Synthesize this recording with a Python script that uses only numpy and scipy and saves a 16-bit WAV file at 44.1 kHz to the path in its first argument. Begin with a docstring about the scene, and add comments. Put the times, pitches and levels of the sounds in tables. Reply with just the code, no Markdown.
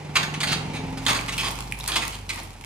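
"""A distant engine thuds, and almost at once an iron hand pump clanks in a narrow concrete lane.
The slow single cylinder gives one exhaust pulse per firing; it gathers speed, then eases off.
The pump is worked about once a second: at each turn its loose handle, links and rod collide,
and the impacts excite the modes of the iron. After a second, water spatters on the wet ground.
The walls reflect the sound of pump and water."""
import sys
import numpy as np
from scipy import signal
from scipy.fft import rfft, irfft
from scipy.io import wavfile

SR = 44100
rng = np.random.default_rng(int(sys.argv[2]) if len(sys.argv) > 2 else 0)


def store_pcm(level_fs):
    """Save levels as 16-bit WAV."""
    pcm = np.round(np.clip(level_fs, -1, 1) * 32767).astype(np.int16)
    wavfile.write(sys.argv[1], SR, np.atleast_2d(pcm).T)


N = 116865

# outdoor background spectrum (frequency [Hz], level [dB])
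AIR_SPECTRUM = [(30, -27), (100, 1), (300, -22), (2500, -25), (9000, -35)]
# reverberation of the lane (frequency [Hz], time to fall 60 dB [s])
LANE_DECAY = [(100, 0.44), (1000, 0.55), (3000, 0.42), (7000, 0.36), (14000, 0.35)]

# engine speed (time [s], firing rate [Hz])
FIRING_RATE = [(0, 21.4), (.5, 21.4), (.8, 22), (1.1, 22.3), (1.5, 24.3), (1.9, 26), (2.05, 26.7),
               (2.35, 22.7), (2.65, 19.7)]
# envelope of the exhaust thuds (time [s], level [dB])
THUD_LEVEL = [(0, -40.5), (.4, -37.5), (.7, -35), (1.1, -39), (1.5, -41), (1.9, -47), (2.25, -48),
              (2.65, -49.5)]
# spectra of the exhaust and the engine's clatter (frequency [Hz], level [dB])
EXHAUST_SPECTRUM = [(20, -76), (32, -62), (44, -20), (70, 3.5), (110, -0.5), (170, 3), (250, -1.5),
                    (330, -11.5), (500, -18), (900, -33.5), (3000, -57)]
CLATTER_SPECTRUM = [(200, -6), (420, -0.5), (640, -7.5), (850, 2), (1100, -11.5), (1600, -14.5), (2300, -9),
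                    (3500, -19), (6000, -22.5), (16000, -41)]
# droning harmonics (multiple of the firing rate [1])
ENGINE_ORDERS = (2, 4, 5, 7, 12)
# Gaussian swell of each order (peak time [s], standard deviation [s], level [dB])
ORDER_SWELLS = [(1.68, 0.7, -39.5), (2.28, 0.17, -42), (1.18, 0.68, -38.5), (0.47, 0.44, -36.5),
                (0.964, 0.18, -38)]

# water reaching the ground (time [s], level [dB])
SPATTER_LEVEL = [(0, -75), (.97, -53), (1.1, -25.5), (1.25, -41), (1.55, -38), (1.72, -42.5), (1.85, -39),
                 (2.07, -35.5), (2.25, -55.5), (2.35, -39.5), (2.5, -50), (2.65, -46.5)]
# spectrum of a drop's impact (frequency [Hz], level [dB])
SPLASH_SPECTRUM = [(550, -7), (900, 14), (1450, -0.5), (2600, 3.5), (5000, -0.5), (9000, -4), (15000, -2)]
# large drops slapping the concrete (time [s], peak level [dB])
LARGE_DROPS = [(1.381, -9.5), (1.5125, -12), (1.723, -14), (1.7895, -14.5), (1.878, -3), (2.079, -12.5),
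               (2.343, -20), (2.433, -21)]

# plinks of the pins (time [s], peak level [dB], pitch [Hz])
PIN_PLINKS = [(1.190, -16.5, 2360), (1.7225, -14, 2454), (1.808, -21.5, 3870), (1.919, -15, 3330),
              (2.640, -26, 2240)]
# modes of handle and barrel (frequency [Hz], level [dB], time to fall 60 dB [s])
IRON_MODES = [(900, -7, .3), (1098, 0, .16), (1195, 0, .16), (1365, -6, .18), (1545, -5, .1),
              (2196, -2, .22), (2555, -3, .12), (3360, -4, .15), (3555, -5, .22), (3780, -6, .18),
              (4220, -4, .17), (4533, -6, .2), (6560, -6, .3)]
# spectra of struck iron, barrel rumble and impact crack (frequency [Hz], level [dB])
IRON_SPECTRUM = [(250, -20), (700, -11), (1080, -2.5), (1500, -1.5), (2300, 2), (3400, 0.5), (4700, -0.5),
                 (5700, -9), (6700, -3.5), (7400, -12.5), (8200, -4.5), (10500, -15), (14000, -11.5),
                 (16000, -21.5)]
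BARREL_SPECTRUM = [(130, -13), (280, 0), (480, -8), (800, -4), (1500, -36.5)]
CRACK_SPECTRUM = [(3000, -9.5), (13000, -13.5)]
# clanks of the loose linkage, and two soft scrapes of the rod at 0.735 s and 2.123 s # (time [s], gain [dB],
# chatter length [s], tilt [dB/octave], ringing relative to chatter [dB], strongest pitch [Hz])
LINKAGE_CLANKS = [(0.1557, -17, 0.016, -0.5, -10, 1290), (0.2301, -25.5, 0.0051, -0.1, -11, 1800),
                  (.339, -31, 0.006, -2.5, -6, 2880), (0.404, -26.5, 0.011, -1, -10, 3350),
                  (.430, -23.5, 0.0094, -1, -9, 2050), (.471, -27.5, 0.071, -2, -15, 4430),
                  (0.519, -25.5, 0.014, 0.2, -12, 1310), (0.735, -36.5, 0.041, -2.5, -8.5, 2440),
                  (0.973, -38, 0.01, -0.5, -4, 2170), (1.0646, -20, 0.0033, -0.5, -5.5, 3500),
                  (1.081, -21.5, 0.026, -1.9, -4, 1060), (1.147, -27.5, 0.024, -2, -19, 1150),
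                  (1.283, -28.5, 0.01, 1, -6.5, 2070), (1.323, -32, 0.018, 1.8, -14, 2350),
                  (1.379, -26, 0.034, 0.4, -11.5, 2870), (1.432, -28.5, 0.044, -2, -9, 1040),
                  (1.875, -28.5, 0.012, 4, -22, 8700), (1.886, -30.5, 0.018, -5.5, -21, 670),
                  (1.918, -30.5, 0.027, -1, -8, 3717), (1.957, -20.5, 0.013, -0.5, -8.5, 885),
                  (2.02, -29, 0.013, -2, -8, 2430), (2.123, -38.5, 0.028, 1.5, -24, 1950),
                  (2.292, -27.5, 0.014, 0.5, -13, 2330), (2.375, -38.5, 0.015, -6, -25, 2070)]

# microphone response (frequency [Hz], gain [dB])
MIC_RESPONSE = [(28, -10), (42, -0.5), (10600, 0.5), (11100, -8), (11550, -40), (12200, -3), (13600, -8),
                (15000, -14.5), (16400, -30)]
# left port relative to right (frequency [Hz], level difference [dB])
PORT_BALANCE = [(100, -1.5), (700, 0.5), (1290, -1), (4400, -4), (8100, 0.2)]
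# left port relative to right (frequency [Hz], phase difference [rad])
PORT_SHIFT = [(100, -0.16), (1000, -0.52), (2400, -1.06), (4200, -1.37), (14000, -1.3)]


def amp(db):
    """Amplitude ratio of a level in decibels."""
    return 10 ** (np.asarray(db) / 20)


def unit_rms(x):
    """Normalisation to unit mean power."""
    return x / np.sqrt(np.mean(x ** 2) + 1e-20)


def at_hz(points, hz):
    """Interpolation on a logarithmic frequency axis."""
    f, value = np.transpose(points)
    return np.interp(np.log(hz + 1), np.log(f + 1), value)


def curve(points):
    """Linear interpolation of a time table at every sample."""
    return np.interp(np.arange(N) / SR, *np.transpose(points))


def bell(offset, width):
    """Gaussian weighting with a peak of one."""
    return np.exp(-.5 * (offset / width) ** 2)


def add(mix, start_s, sound):
    """Superposition of a stereo sound on the mix."""
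    part = mix[:, round(start_s * SR):][:, :sound.shape[1]]
    part += sound[:, :part.shape[1]]


def convolve(x, response):
    """Convolution with an impulse response, cut to the input's length."""
    x = np.atleast_2d(x)
    return signal.fftconvolve(x, np.atleast_2d(response), axes=1)[:, :x.shape[1]]


def colour(x, spectrum, tilt=0, size=4096):
    """Minimum-phase filtering by a spectrum, tilted in dB per octave."""
    hz = abs(np.fft.fftfreq(size, 1 / SR))
    octaves = np.log2(np.clip(hz, 500, 10000) / 2000)
    log_gain = np.log(amp(at_hz(spectrum, hz) + tilt * octaves))
    response = np.fft.ifft(np.exp(np.conj(signal.hilbert(log_gain)))).real
    return convolve(x, response[:size // 2])


def noise(size, correlation):
    """Partially coherent white noise, left and right."""
    a, b = rng.standard_normal((2, size))
    return np.array([a, correlation * a + np.sqrt(1 - correlation ** 2) * b])


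def air(level_db=-47.5):
    """Stationary noise: a faint, low outdoor background."""
    return amp(level_db) * unit_rms(colour(noise(N, correlation=1), AIR_SPECTRUM))


def lane(x, build_s=0.0023):
    """Reverberation: reflections from walls and ground decay exponentially, the treble first."""
    hz, t, bands = signal.stft(noise(SR // 2, correlation=0.033), SR, nperseg=256)
    decay = amp(-60 * t / at_hz(LANE_DECAY, hz)[:, None])
    onset = 1 - np.exp(-t / build_s)
    tail = signal.istft(bands * decay * onset, SR, nperseg=256)[1]
    return convolve(x, tail / np.linalg.norm(tail[0]))


def engine(wake_s=0.057, wake_db=-1.5, spread_db=1.5, puff_cycles=0.67, clatter_db=-1):
    """Periodic excitation: each firing gives a thud, a wake and clatter; harmonics of the rate drone."""
    t, cycles = np.arange(N) / SR, np.cumsum(curve(FIRING_RATE)) / SR
    firings = np.diff(np.floor(cycles), prepend=0) * amp(spread_db * rng.standard_normal(N))
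    wake = signal.lfilter([1], [1, -np.exp(-1 / (wake_s * SR))], firings) * rng.standard_normal(N)
    thuds = unit_rms(colour(unit_rms(firings) + amp(wake_db) * unit_rms(wake), EXHAUST_SPECTRUM))
    puffs = 1 + np.exp(-(cycles % 1) / puff_cycles)
    clatter = unit_rms(colour(noise(N, correlation=0.54) * puffs, CLATTER_SPECTRUM))
    drone = np.zeros(N)
    for order, (peak_s, width_s, db) in zip(ENGINE_ORDERS, ORDER_SWELLS):
        harmonic = np.sqrt(2) * np.sin(2 * np.pi * (order * cycles + rng.random()))
        drone += amp(db) * bell(t - peak_s, width_s) * harmonic
    return amp(curve(THUD_LEVEL)) * (thuds + amp(clatter_db) * clatter) + drone


def drop(tilt=0, decay_s=0.002, size=1024):
    """Impact noise: a drop bursting on wet concrete radiates a brief broadband pulse."""
    burst = noise(size, correlation=0.17) * np.exp(-np.arange(size) / SR / decay_s)
    return colour(burst, SPLASH_SPECTRUM, tilt)


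def water(drops_per_s=400, spread_db=6, kinds=16, lane_db=-4.5):
    """Shot noise: small drops land at random and merge; a few large, brighter ones stand out."""
    strengths = amp(spread_db * np.minimum(rng.exponential(1, N), 3.5))
    impacts = strengths * (rng.random(N) < drops_per_s / SR)
    kind = rng.integers(0, kinds, N)
    spatter = sum(convolve(impacts * (kind == k), drop()) for k in range(kinds))
    out = amp(curve(SPATTER_LEVEL)) * unit_rms(spatter)
    for start_s, peak_db in LARGE_DROPS:
        slap = drop(tilt=13.6)
        add(out, start_s, amp(peak_db) * slap / abs(slap).max())
    return out + amp(lane_db) * lane(out)


def iron_noise(size):
    """Broadband excitation of the iron, largely coherent between left and right."""
    return noise(size, correlation=0.86)


def pins(decay_s=0.002, grit_octaves=0.3, grit_db=-6, lane_db=-6, size=2048):
    """Damped oscillation: each pin plinks for a few cycles, with a band of grit around its pitch."""
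    t, hz = np.arange(size) / SR, np.geomspace(100, 16000, 40)
    out = np.zeros((2, N))
    for start_s, peak_db, pitch in PIN_PLINKS:
        band = np.c_[hz, -10 * np.log10(1 + (np.log2(hz / pitch) / grit_octaves) ** 4)]
        grit = amp(grit_db) * unit_rms(colour(iron_noise(size), band))
        envelope = np.minimum(pitch * t / 2, 1) * np.exp(-t / decay_s)
        plink = (np.sin(2 * np.pi * pitch * t) + grit) * envelope
        add(out, start_s, amp(peak_db) * plink / abs(plink).max())
    return out + amp(lane_db) * lane(out)


def ring(t, length_s, focus_hz, lift_db=7, lift_octaves=0.08):
    """Resonance: modes build up during the chatter, then decay; those near focus_hz are lifted."""
    out = np.zeros((2, t.size))
    for hz, db, t60 in IRON_MODES:
        phase = rng.uniform(0, 2 * np.pi) + .5 * rng.standard_normal((2, 1))
        nearness = bell(np.log2(hz / focus_hz), lift_octaves)
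        envelope = np.sqrt(np.minimum(t / length_s, 1)) * amp(-60 * np.maximum(t - length_s, 0) / t60)
        out += amp(db + lift_db * nearness) * envelope * np.sin(2 * np.pi * hz * t + phase)
    return unit_rms(out)


def chatter(t, length_s, release_s, tilt, focus_hz, knocks_per_s=4200, spots=2, t60=0.015):
    """Repeated impact: random knocks excite the short, dense impulse response of each spot of iron."""
    knocks = rng.choice([-1, 1], t.size) * (rng.random(t.size) < knocks_per_s / SR)
    knocks = knocks * np.exp(-np.maximum(t - length_s, 0) / release_s)
    knocks[0] = 1.65  # the first contact is the hardest
    spot = rng.integers(0, spots, t.size)
    decay = amp(-60 * t[:2048] / t60)
    crashes = sum(convolve(knocks * (spot == k), iron_noise(decay.size) * decay) for k in range(spots))
    hz = np.geomspace(100, 16000, 90)
    lift_db = 5 * bell(np.log2(hz / focus_hz), width=0.17)
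    return unit_rms(colour(crashes, np.c_[hz, at_hz(IRON_SPECTRUM, hz) + lift_db], tilt))


def clank(length_s, tilt, ring_db, focus_hz, release_s=0.011, swell_s=0.031, crack_s=0.006, size=16384):
    """Impact excitation: a joint cracks and chatters, the iron rings and the barrel rumbles."""
    t = np.arange(size) / SR
    rattle = chatter(t, length_s, release_s, tilt, focus_hz)
    rumble = unit_rms(colour(iron_noise(size) * t * np.exp(-t / swell_s), BARREL_SPECTRUM))
    ringing = amp(ring_db) * ring(t, length_s, focus_hz)
    body = rattle + ringing + amp(-17 - 2 * tilt) * rumble  # duller clanks rumble more
    body *= np.sqrt((length_s + release_s) * SR / size)  # energy grows with duration
    crack = amp(-6) * unit_rms(colour(iron_noise(size), CRACK_SPECTRUM)) * np.exp(-t / crack_s)
    return body + crack


def pump(rub_s=0.008, rub_db=-19, lane_db=-5):
    """Backlash: each loose joint rubs as it takes up its slack, then clanks into the lane."""
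    out, lead = np.zeros((2, N)), round(rub_s * SR)
    for impact_s, gain_db, length_s, tilt, ring_db, focus_hz in LINKAGE_CLANKS:
        impact = clank(length_s, tilt, ring_db, focus_hz)
        rub = amp(rub_db) * unit_rms(colour(iron_noise(lead), IRON_SPECTRUM)) * np.linspace(0, 1, lead)
        add(out, impact_s - lead / SR, amp(gain_db) * np.hstack([rub, impact]))
    return out + amp(lane_db) * lane(out)


def scene():
    """Superposition: the pressures of all sources add."""
    return pump() + pins() + water() + engine() + air()


def record(dry, cutoff_hz=16400):
    """Linear filtering: bass cut, treble notch, two ports that lean to the right, and a low-pass."""
    hz, side = np.fft.rfftfreq(N, 1 / SR), np.array([[.5], [-.5]])
    ports = amp(at_hz(PORT_BALANCE, hz) * side) * np.exp(1j * at_hz(PORT_SHIFT, hz) * side)
    heard = irfft(rfft(colour(dry, MIC_RESPONSE, size=16384)) * ports, N)
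    lowpass = signal.firwin(511, cutoff_hz, window=("kaiser", 9), fs=SR)
    return signal.oaconvolve(heard, lowpass[None], "same")


dry = scene()
out = record(dry)
store_pcm(out)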